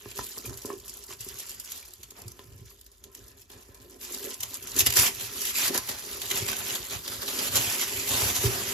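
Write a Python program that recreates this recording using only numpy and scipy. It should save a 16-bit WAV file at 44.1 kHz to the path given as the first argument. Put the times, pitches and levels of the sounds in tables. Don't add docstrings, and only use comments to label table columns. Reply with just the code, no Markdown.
import sys
import numpy as np
from scipy import signal
from scipy.fft import rfft, irfft, next_fast_len
from scipy.io import wavfile
from scipy.ndimage import uniform_filter1d

SR = 44100
rng = np.random.default_rng(int(sys.argv[2]) if len(sys.argv) > 2 else 0)


def inscribe(sig):
    pcm = np.round(np.clip(np.atleast_2d(sig).T, -1, 1) * 32767)
    wavfile.write(sys.argv[1], SR, pcm.astype(np.int16))


N = 384993


def amp(db):
    return 10 ** (np.asarray(db) / 20)


def rms_one(x):
    return x / np.sqrt(np.mean(x ** 2) + 1e-20)


def evened(x):
    return x / np.sqrt(uniform_filter1d(x ** 2, size=SR // 8) + 1e-12)


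def in_time(rows):
    s, *columns = np.transpose(rows)
    return [np.interp(np.arange(N) / SR, s, column) for column in columns]


def at_hz(points, hz):
    table_hz, values = np.transpose(points)
    return np.interp(np.log(hz), np.log(table_hz), values)


def bins_hz(size):
    return np.maximum(np.arange(size // 2 + 1) * SR / size, 1)


def highpass(x, hz):
    return signal.sosfilt(signal.butter(2, hz, "high", fs=SR, output="sos"), x)


def decayed(x, ms):
    return signal.lfilter([1], [1, -np.exp(-1000 / (ms * SR))], x + 1e-18)


def delayed(paths, late):
    return np.array([np.interp(late, np.arange(N), path) for path in paths])


def coloured(x, spectrum):
    size = next_fast_len(N + 4096)
    return irfft(rfft(x, size) * amp(at_hz(spectrum, bins_hz(size))), size)[..., :N]


def drift(corner_hz):
    r = np.exp(-2 * np.pi * corner_hz / SR)
    noise = rng.standard_normal(N + SR)
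    return rms_one(signal.lfilter([1], [1, -2 * r, r * r], noise)[SR:])


def ring(force, modes):
    out = 0
    for hz, level_db, t60_s in modes:
        r, w = amp(-60 / (t60_s * SR)), 2 * np.pi * hz / SR
        b, a = [0, amp(level_db) * np.sin(w)], [1, -2 * r * np.cos(w), r * r]
        out = out + signal.lfilter(b, a, force + 1e-18)
    return highpass(out, 0.46 * modes[0][0])


def strokes(steady_db, start_s, length_s, level_db, swell_db, rise_db_per_s, fall_db_per_s):
    start, length, level, swell = (np.asarray(x)[:, None] for x in (start_s, length_s, level_db, swell_db))
    t = np.arange(0, N + 64, 32) / SR
    held_db = swell * np.clip((t - start) / length, 0, 1)
    before_db = np.maximum(rise_db_per_s * (start - t), 0)
    after_db = np.maximum(fall_db_per_s * (t - start - length), 0)
    power = np.sum(amp(2 * (level + held_db - before_db - after_db)), axis=0)
    power = np.interp(np.arange(N) / SR, t, power)
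    return 10 * np.log10(power + amp(2 * steady_db))


# f/Hz, relative level per Hz/dB
AIR_SPECTRUM = [(20, -38), (45, 37.5), (80, 31.5), (200, -35), (600, -26), (2000, -65)]
AIR_DB = -61.5


def air():
    return amp(AIR_DB) * rms_one(coloured(rng.standard_normal((3, N)), AIR_SPECTRUM))


ROOM_T60_S, ROOM_DB = 0.16, -10.5


def room(x):
    t = np.arange(SR // 2) / SR
    tail = rng.standard_normal((3, len(t))) * amp(-60 * t / ROOM_T60_S) * (t > .006)
    tail = signal.lfilter([1], [1, -.6], tail)
    tail = tail / np.sqrt(np.sum(tail ** 2, 1, keepdims=True))
    return amp(ROOM_DB) * signal.fftconvolve(x, tail, axes=1)[:, :N]


# t/s, level/dB
HANDS_LEVEL = [(0, -45.5), (.3, -58), (.78, -52.5), (1.15, -56.5), (1.6, -50), (1.95, -55.5), (2.5, -57.5),
               (2.95, -62.5), (3.45, -65), (3.96, -63), (4.1, -55), (4.7, -41), (5.15, -40.5), (6.1, -40.5),
               (6.6, -34.5), (6.82, -40), (7.0, -41), (7.5, -37.5), (8.0, -32), (8.73, -32)]


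def hands():
    return in_time(HANDS_LEVEL)[0]


GRIP_DETUNE_SHARE, GRIP_DB = 0.042, 4


def rubbed(modes, level_db, rough_db):
    force = rng.standard_normal((3, N)) * amp(rough_db * drift(34))
    driven = 0
    for mode in modes:
        grip_db = GRIP_DB * np.tanh(drift(3.5))
        driven = driven + ring(amp(level_db + grip_db) * force, [mode])
    return driven / np.std(ring(force[0], modes))


# f/Hz, relative level/dB, free t60/s
BOX_MODES = [(300, -7, 0.04), (352, -3, 0.05), (398, 2, 0.06), (482, -15, 0.015), (558, -15, 0.05)]
EDGE_MODES = [(826, -5, 0.015), (1038, 5, 0.047), (1316, 7.5, 0.017), (1720, 8.5, 0.015), (2300, 6, 0.014)]
TABLE_MODES = [(60, -11, .05), (88, -10, .06), (118.5, 0, .23)]
# start t/s, length/s, box level/dB, table level/dB
SHOVE_STROKES = [(0.189, 0.017, -45.5, -55), (0.37, 0.09, -50.5, -66), (0.458, 0.074, -48, -50),
                 (0.69, 0.021, -44.5, -66), (1.22, 0.16, -60.5, -61), (2.248, 0.37, -61.5, -54.5),
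                 (3.039, 0.3, -58.5, -64.5), (3.51, 0.081, -55, -64), (3.692, 0.26, -57, -63),
                 (4.027, 0.27, -55.5, -77), (4.252, 0.063, -47.5, -72), (4.766, 0.042, -45.5, -47),
                 (4.865, 0.11, -49, -52), (4.96, 0.1, -42, -59), (5.36, 0.041, -50, -71),
                 (5.693, 0.0086, -41.5, -51), (6.33, 0.15, -48, -45.5), (6.935, 0.017, -49, -47.5),
                 (7.545, 0.13, -53, -44.5), (7.94, 0.071, -72, -46), (8.104, 0.13, -50, -45),
                 (8.438, 0.029, -35.5, -41), (8.56, 0.13, -73, -51)]
SHOVE_RISE_DB_PER_S, SHOVE_FALL_DB_PER_S = 400, 252
BOX_STIR_DB, TABLE_STIR_DB, STIR_FOLLOWS = -61, -62.5, 0.67
EDGES_RE_BOX_DB = -9.5
PRESSED_RING_SHARE = .45


def shoves():
    start_s, length_s, box_stroke_db, table_stroke_db = np.transpose(SHOVE_STROKES)
    stir_db = STIR_FOLLOWS * (hands() + 50)
    flat_db = np.zeros_like(start_s)
    rates = SHOVE_RISE_DB_PER_S, SHOVE_FALL_DB_PER_S
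    box_db = strokes(BOX_STIR_DB + stir_db, start_s, length_s, box_stroke_db, flat_db, *rates)
    table_db = strokes(TABLE_STIR_DB + stir_db, start_s, length_s, table_stroke_db, flat_db, *rates)
    pressed_table = [(hz, db, t60_s * PRESSED_RING_SHARE) for hz, db, t60_s in TABLE_MODES]
    box = rubbed(BOX_MODES, box_db, rough_db=4.0)
    edges = rubbed(EDGE_MODES, box_db + EDGES_RE_BOX_DB, rough_db=-0.5)
    return box + edges + rubbed(pressed_table, table_db, rough_db=6.0)


# t/s, level/dB, table re level/dB, edges re level/dB; each part trimmed in knocks()
KNOCK_HITS = [(0.058, -27, -15, -22), (0.186, -33, -2, -19), (0.191, -28, -12, -10),
              (0.374, -34, -27, -16.5), (0.445, -28, -26, -44), (0.46, -36.5, -6, -14),
              (0.478, -34, -2, -34), (0.494, -43, -3, -8.5), (0.509, -29.5, -24, -35),
              (0.527, -42, -18, -9), (0.648, -21.5, -24, -23.5), (0.702, -24, -42, -15.5),
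              (0.735, -29, -35, -37), (1.09, -35.5, -28, -24), (1.107, -45, -17, -4),
              (1.264, -30, -17, -31), (2.119, -39.5, -36, -23), (2.392, -37, -26, -13.5),
              (3.501, -46, -12, -17), (3.689, -38.5, -11, -28), (4.755, -30, -22, -38),
              (4.766, -21, -22, -42), (4.82, -40, 8, -25), (4.864, -24, -14, -24), (4.879, -41, 11, -25),
              (4.931, -42, -10, -8), (4.967, -33, -18, -13), (4.983, -31, 3.5, -15), (5.354, -39, -18, -32),
              (5.39, -45, -21, -30), (5.629, -36, -10, -24), (5.749, -23, -25, -15),
              (5.779, -25.5, -17, -12), (5.897, -34, -14, -22), (6.317, -28, -24, -26),
              (6.487, -28, -16, -16), (7.333, -28, -24, -36), (7.555, -42, -4, -15), (7.967, -47, 7, -27),
              (8.026, -40, -11, -24), (8.102, -34, 0, -19), (8.133, -43, 10, -23), (8.219, -25, -3, -12),
              (8.249, -38.5, 10, -23), (8.304, -43.5, 9.5, -14), (8.383, -41, 7, -9),
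              (8.438, -22.5, -3, -18), (8.4456, -33.5, 16.5, -20), (8.671, -50, 12, -23)]
HELD_RING_SHARE = 0.99


def struck(modes, start_s, level_db, contact_ms, vary_db, held):
    t = np.arange(SR // 4) / SR
    hz, mode_db, t60_s = np.transpose(modes)[:, :, None]
    decay_db = -60 * t / (t60_s * (HELD_RING_SHARE if held else 1))
    rung = np.zeros(N + len(t))
    chance = rng.standard_normal((len(start_s), 2, len(modes), 1))
    for start, hit_db, (strength, tuning) in zip((start_s * SR).astype(int), level_db, chance):
        tuned_hz = hz * (1 + held * GRIP_DETUNE_SHARE * tuning)
        size = amp(hit_db + mode_db + vary_db * strength + decay_db)
        rung[start:start + len(t)] += np.sum(size * np.sin(2 * np.pi * tuned_hz * t), axis=0)
    contact = np.hanning(round(contact_ms * SR / 1000) + 3)
    rung = signal.lfilter(contact / contact.sum(), [1], rung[:N])
    return highpass(rung, 0.9 * modes[0][0])


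def knocks():
    s, level_db, table_db, edge_db = np.transpose(KNOCK_HITS)
    box = struck(BOX_MODES, s, level_db - 7.5, contact_ms=2.5, vary_db=2.5, held=True)
    edges = struck(EDGE_MODES, s, level_db + edge_db + 0.5, contact_ms=.6, vary_db=3.0, held=True)
    table = struck(TABLE_MODES, s, level_db + table_db + 4.0, contact_ms=9.5, vary_db=.4, held=False)
    return box + edges + table


# t/s, f/Hz, drive level/dB
TIMED_POPS = [(0.453, 2450, -38), (1.828, 2360, -43), (5.555, 2600, -28), (7.063, 3280, -38),
              (7.082, 5600, -32), (7.114, 4040, -44), (7.675, 3200, -26), (7.825, 3220, -30),
              (5.601, 1610, -33), (5.626, 2470, -31), (6.4, 3280, -30), (6.529, 1540, -31)]
POPS_PER_S, POP_CYCLES, POP_RE_PAPER_DB = 400, 28, -13.5


def pops(paper_db):
    sizes = amp(1.55 * np.minimum(rng.exponential(1, N), 4.0)) * rng.choice([-1, 1], N)
    born = rng.random(N) < POPS_PER_S * amp(5.0 * drift(12)) / SR
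    dealt = rng.integers(0, 16, N)
    out = 0
    for k, hz in enumerate(np.geomspace(1000, 8000, 16)):
        rung = ring(sizes * born * (dealt == k), [(hz, 0, POP_CYCLES / hz)])
        out = out + rung * (hz / 3000) ** 0.86
    out = amp(paper_db + POP_RE_PAPER_DB) * rms_one(out)
    for s, hz, level_db in TIMED_POPS:
        impulse = amp(level_db) * (np.arange(N) == int(s * SR))
        out = out + ring(impulse, [(hz, 0, 2 * POP_CYCLES / hz)])
    return out


# t/s, level/dB, dull part re level/dB (before a trim in snaps())
SNAP_EVENTS = [(0.115, -38.5, 6), (0.231, -39, -5), (0.38, -32.5, -32), (0.459, -37, -17),
               (0.573, -33.5, -29), (0.656, -29, -19), (0.799, -40, -27), (0.88, -35, -14),
               (0.895, -31, -31), (0.9384, -37, -30), (1.038, -38, -24), (1.207, -33.5, -6),
               (1.3135, -48, -23), (1.387, -34, -25), (1.397, -31.5, -5), (1.494, -32.5, -11),
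               (1.543, -46, -4), (1.5986, -28, -15), (1.648, -40, -25), (1.6574, -39, -29),
               (1.719, -27, -12), (1.775, -40, -21), (1.852, -39, -25), (1.936, -37, -14), (2.032, -32, -2),
               (2.107, -35, -6.5), (2.218, -37, -29), (2.2802, -35.5, -32), (2.318, -37, -32),
               (2.392, -50, 9), (2.702, -45, -25), (2.812, -43, -6), (2.864, -43, -6), (2.916, -45, -28),
               (3.039, -36, -5), (3.149, -35.5, -5.5), (3.281, -40.5, -19), (3.4164, -43, -13),
               (3.501, -41.5, 4), (3.7456, -41.5, -8), (4.036, -37, -23), (4.2033, -37, -28),
               (4.4052, -25.5, -7), (4.4329, -20.5, -8), (4.542, -27, -31), (4.625, -35, -29),
               (4.764, -21, -22), (4.788, -20, -13), (4.792, -8, -8.5), (4.8056, -9.5, -3.5),
               (4.8115, -18.5, -1), (4.8625, -10, -3.5), (4.867, -13.5, 1.5), (4.903, -19, -1),
               (4.924, -21, -2), (4.938, -21, -1), (4.9574, -22, -15), (4.968, -13, -22), (4.99, -14, -14),
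               (5.148, -36, -13), (5.197, -39.5, 6), (5.21, -33, 5), (5.4081, -36, -27), (5.417, -27, -28),
               (5.453, -20.5, -3.5), (5.584, -27, -10), (5.7448, -21, -21), (5.777, -14.5, -9),
               (5.89, -22, -3), (6.2171, -25.5, 3), (6.2567, -34.5, 6), (6.313, -21, 2.5),
               (6.486, -23.5, 3.5), (6.752, -35, -5), (6.9676, -37, 3), (7.0786, -26.5, 3),
               (7.265, -41, -25), (7.2812, -24.5, 4), (7.389, -25.5, 2), (7.557, -13.5, -14),
               (7.568, -21, -3), (8.077, -26, 4), (8.091, -21, -17)]
SNAP_LEAD_MS = 1.0
SNAP_MS, SNAP_RISE_MS, SNAP_TAIL_MS, SNAP_TAIL_DB = 0.25, 1.2, 3.2, -7
AFTER_MS, AFTER_DB = 6, -13
SNAP_CLICK_DB = -3


def snaps():
    s, level_db, dull_db = np.transpose(SNAP_EVENTS)
    parts_db = np.array([level_db, level_db + dull_db + 5.0])
    hits, chance = np.zeros((2, N)), rng.uniform(-1, 1, (len(s), 6))
    hits[:, ((s + SNAP_LEAD_MS / 1000) * SR).astype(int)] = amp(parts_db)
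    for when, size in zip(chance[:, :3].T, chance[:, 3:].T):
        near_s = s + AFTER_MS * (when + .5) / 1000
        hits[:, (near_s * SR).astype(int)] += amp(parts_db + AFTER_DB + 4 * size)
    swell = decayed(hits[:, ::-1], SNAP_RISE_MS)[:, ::-1] - hits
    return decayed(hits, SNAP_MS) + amp(SNAP_TAIL_DB) * (swell + decayed(hits, SNAP_TAIL_MS))


def breaks():
    s, level_db, _ = np.transpose(SNAP_EVENTS)
    clicks = np.zeros(N)
    signs = np.sign(rng.standard_normal(len(s)))
    clicks[((s + SNAP_LEAD_MS / 1000) * SR).astype(int)] = amp(level_db + SNAP_CLICK_DB) * signs
    return highpass(clicks + 1e-18, 2500)


# start t/s, length/s, start level/dB, swell to end/dB, low part re level/dB
PULL_STROKES = [(0.161, 0.21, -37, -7.5, -19), (0.345, 0.16, -41.5, -1.5, -23), (0.528, 0.21, -46, 0, -6.5),
                (0.844, 0.2, -44.5, -6, -7), (1.084, 0.052, -42.5, 0.5, -7),
                (1.203, 0.35, -42.5, -1.5, -11.5), (1.638, 0.15, -47.5, 5.5, -11.5),
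                (1.79, 0.1, -54.5, 4.5, -8), (2.177, 0.2, -53.5, -27, 11), (2.657, 0.06, -50.5, 4, -20),
                (3.128, 0.2, -52.5, -5.5, -13), (3.375, 0.093, -53.5, -11, -6),
                (3.52, 0.48, -52, -18, -0.5), (3.817, 0.15, -54, -2, -22), (4.01, 0.14, -42, 3.5, -11.5),
                (4.138, 0.2, -41.5, 6, -16), (4.412, 0.042, -46.5, 0.5, -1.5), (4.51, 0.2, -41, -14, -27),
                (4.752, 0.032, -35.5, 9, -17.5), (4.852, 0.077, -35, -20, -16),
                (4.971, 0.11, -18.5, -5.5, -9.5), (5.206, 0.059, -38, 0.5, -13),
                (5.357, 0.15, -37, 7.5, -23), (5.553, 0.13, -29, 5, -11.5), (5.741, 0.023, -32, 2, 0.5),
                (5.891, 0.096, -36, -13.5, -1.5), (6.083, 0.066, -44, 8, -5), (6.234, 0.028, -37, -19, -6),
                (6.305, 0.12, -31.5, 0.5, -7), (6.473, 0.18, -36, -3, -2.5), (6.69, 0.069, -35.5, 7, -7.5),
                (6.908, 0.048, -33, -2.5, -6), (7.119, 0.032, -33.5, -6, -4.5),
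                (7.217, 0.016, -35.5, 4, -2.5), (7.274, 0.21, -35.5, 5.5, -3.5),
                (7.523, 0.052, -32.5, 8.5, -4), (7.581, 0.18, -28, -3.5, -5), (7.783, 0.054, -31, 3, -8.5),
                (8.106, 0.2, -27.5, -0.5, -3.5), (8.36, 0.023, -23.5, -8, -8), (8.41, 0.056, -32, 6, -6.5),
                (8.503, .2, -47, -12, 14.5)]
PULL_RISE_DB_PER_S, PULL_FALL_DB_PER_S = 700, 800
RUSTLE_BODY_DB = -9


def pulls():
    start_s, length_s, level_db, swell_db, low_db = np.transpose(PULL_STROKES)
    hands_db = hands()
    rates = PULL_RISE_DB_PER_S, PULL_FALL_DB_PER_S
    paper_db = strokes(hands_db, start_s, length_s, level_db, swell_db, *rates)
    body_db = strokes(hands_db + RUSTLE_BODY_DB, start_s, length_s, level_db + low_db, swell_db, *rates)
    return paper_db, body_db - paper_db


CREASES_PER_S, CREASE_SPREAD_DB, CREASE_OCTAVES = 1200, 6, 0.72
CREASE_MS_AT_4KHZ, CREASE_RISE_RE_DECAY = 1, .9


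def creases(edges_hz, crease_db):
    sizes = amp(CREASE_SPREAD_DB * np.minimum(rng.exponential(1, N), 3.0))
    born = rng.random(N) < CREASES_PER_S * amp(6.0 * np.tanh(drift(25))) / SR
    octave = rng.uniform(np.log2(edges_hz[0]), np.log2(edges_hz[-1]), N)
    surge = drift(3.4)
    crisp = amp(crease_db)
    for low_hz in edges_hz[:-1]:
        near = np.exp(-.5 * ((octave - np.log2(low_hz)) / CREASE_OCTAVES) ** 2)
        ms = CREASE_MS_AT_4KHZ * (4000 / low_hz) ** 0.78
        bursts = decayed(sizes * born * near, ms)
        bursts = uniform_filter1d(bursts, size=max(round(CREASE_RISE_RE_DECAY * ms * SR / 1000), 1))
        gust_db = 8.7 * np.tanh(surge) + 5.4 * np.tanh(drift(33.0))
        gusts = amp(np.minimum(crisp, 1) * gust_db)
        yield evened((crisp * rms_one(bursts) + 1) * gusts)


SHEET_MS, SHEET_SWING_MS, SHEET_SHARE = .9, 0.32, 0.22


def fluttered(x):
    for ms in (SHEET_MS, SHEET_MS / 3):
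        lag_ms = ms * (1 + SHEET_SWING_MS / SHEET_MS * np.tanh(drift(3.07)))
        echo = delayed(x, np.arange(N) - lag_ms * SR / 1000)
        x = (x + SHEET_SHARE * echo) / np.sqrt(1 + SHEET_SHARE ** 2)
    return x


# t/s, hollow f/Hz, echo share of direct amplitude
HOLLOW_ECHO = [(0, 1550, 0.22), (3, 1430, 0.022), (5.3, 1280, 0.081), (5.6, 1240, 0.059), (6.8, 1920, 0.16),
               (7.0, 2050, 0.38), (7.3, 2000, 0.42), (7.6, 1630, 0.25), (7.85, 1450, 0.084),
               (8.1, 1570, 0.51), (8.2, 1790, 0.21), (8.3, 2100, 0.21), (8.73, 2280, 0.43)]
ECHO_CUT_HZ = 1860


def echoed(x):
    hz, share = in_time(HOLLOW_ECHO)
    dull = signal.lfilter(*signal.butter(1, ECHO_CUT_HZ, fs=SR), x)
    filter_lag = SR / (2 * np.pi * ECHO_CUT_HZ)
    late = np.arange(N) - SR / (2 * hz) + filter_lag
    return (x + share * delayed(dull, late)) / np.sqrt(1 + share ** 2)


# f/Hz, relative gain/dB
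PAPER_SPECTRUM = [(150, -10), (500, -5.5), (1000, -4.5), (2000, -2.5), (3500, -1.5), (5500, 0), (7000, 3.5),
                  (9000, 1), (12000, 0), (15500, -2.5)]
# t/s, creases re slide of sheets/dB, middle pitches of the rustle/dB
PAPER_STATE = [(0, 2.5, 7.5), (.6, -4, -17), (1.5, -3, -1), (4.7, -0.5, -3), (5.0, -12, 1), (5.4, -9, 2.5),
               (5.62, -14.5, 4), (6.2, -4.5, 0.5), (7.0, -4.5, 4.5), (7.6, -16, 0.5), (8.0, -10, 3.5),
               (8.25, -29, -0.5), (8.73, -7, 6)]


def paper():
    paper_db, body_db = pulls()
    crease_db, middle_db = in_time(PAPER_STATE)
    bright, dull = snaps()
    edges_hz = 170 * 2 ** np.arange(0, 7, 2 / 3)
    white = rng.standard_normal((2, 3, N))
    out = 0
    for k, envelope in enumerate(creases(edges_hz, crease_db)):
        low_hz = edges_hz[k]
        body = 1 / (1 + (low_hz / 1600) ** 3)
        middle = np.exp(-np.log2(low_hz / 1700) ** 2 / 0.45)
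        rustle = amp(paper_db + body * (body_db + 8.5) + middle * middle_db) * envelope
        crack = (dull if low_hz < 3000 else bright) * amp(-9 * body)
        band = signal.butter(2, edges_hz[k:k + 2], "band", fs=SR, output="sos")
        out = out + signal.sosfilt(band, (rustle + crack) * white[k % 2])
    rustling = fluttered(coloured(out, PAPER_SPECTRUM)) * amp(2.0)
    return echoed(rustling + pops(paper_db)) + breaks()


# f/Hz, share of power common to both
PORT_LIKENESS = [(60, 0.99), (150, 0.83), (350, 0.99), (800, 0.13), (2500, 0.067), (5000, 0.53),
                 (6500, 0.14), (8300, 0.99), (16000, 1)]
# f/Hz, phase lead of left/rad; treble falls in and out of step about every 6 kHz
PORT_LEAD = [(100, 0), (800, -.6), (5000, -.8), (6300, .3), (7500, 1.7), (8300, 3.1), (9600, 3.2),
             (11300, 6.2), (13200, 6.3), (14400, 9.4), (16500, 9.5)]
# f/Hz, left minus right/dB
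PORT_PAN = [(60, 2), (130, -2), (290, -1.5), (640, -1.5), (1410, -2), (3100, -3.5), (6820, -1.5),
            (15000, 1)]


def ports(paths):
    size = next_fast_len(N + 4096)
    hz = bins_hz(size)
    common, left, right = rfft(paths, size)
    alike = np.clip(at_hz(PORT_LIKENESS, hz), 0, 1)
    half_lead = np.exp(.5j * at_hz(PORT_LEAD, hz))
    half_pan = amp(at_hz(PORT_PAN, hz) / 2)
    shared, own = np.sqrt(alike) * common, np.sqrt(1 - alike)
    left = half_pan * (shared * half_lead + own * left)
    right = (shared / half_lead + own * right) / half_pan
    return irfft(np.array([left, right]), size)[:, :N]


def scene():
    near = shoves() + knocks() + paper()
    return ports(near + room(near) + air())


CUTOFF_HZ = 16600


def record(dry):
    dry = signal.sosfilt(signal.butter(4, 42, "high", fs=SR, output="sos"), dry)
    rounded = .95 * np.tanh(dry / .95)
    return signal.sosfilt(signal.cheby2(16, 70, CUTOFF_HZ, fs=SR, output="sos"), rounded)


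dry = scene()
out = record(dry)
inscribe(out)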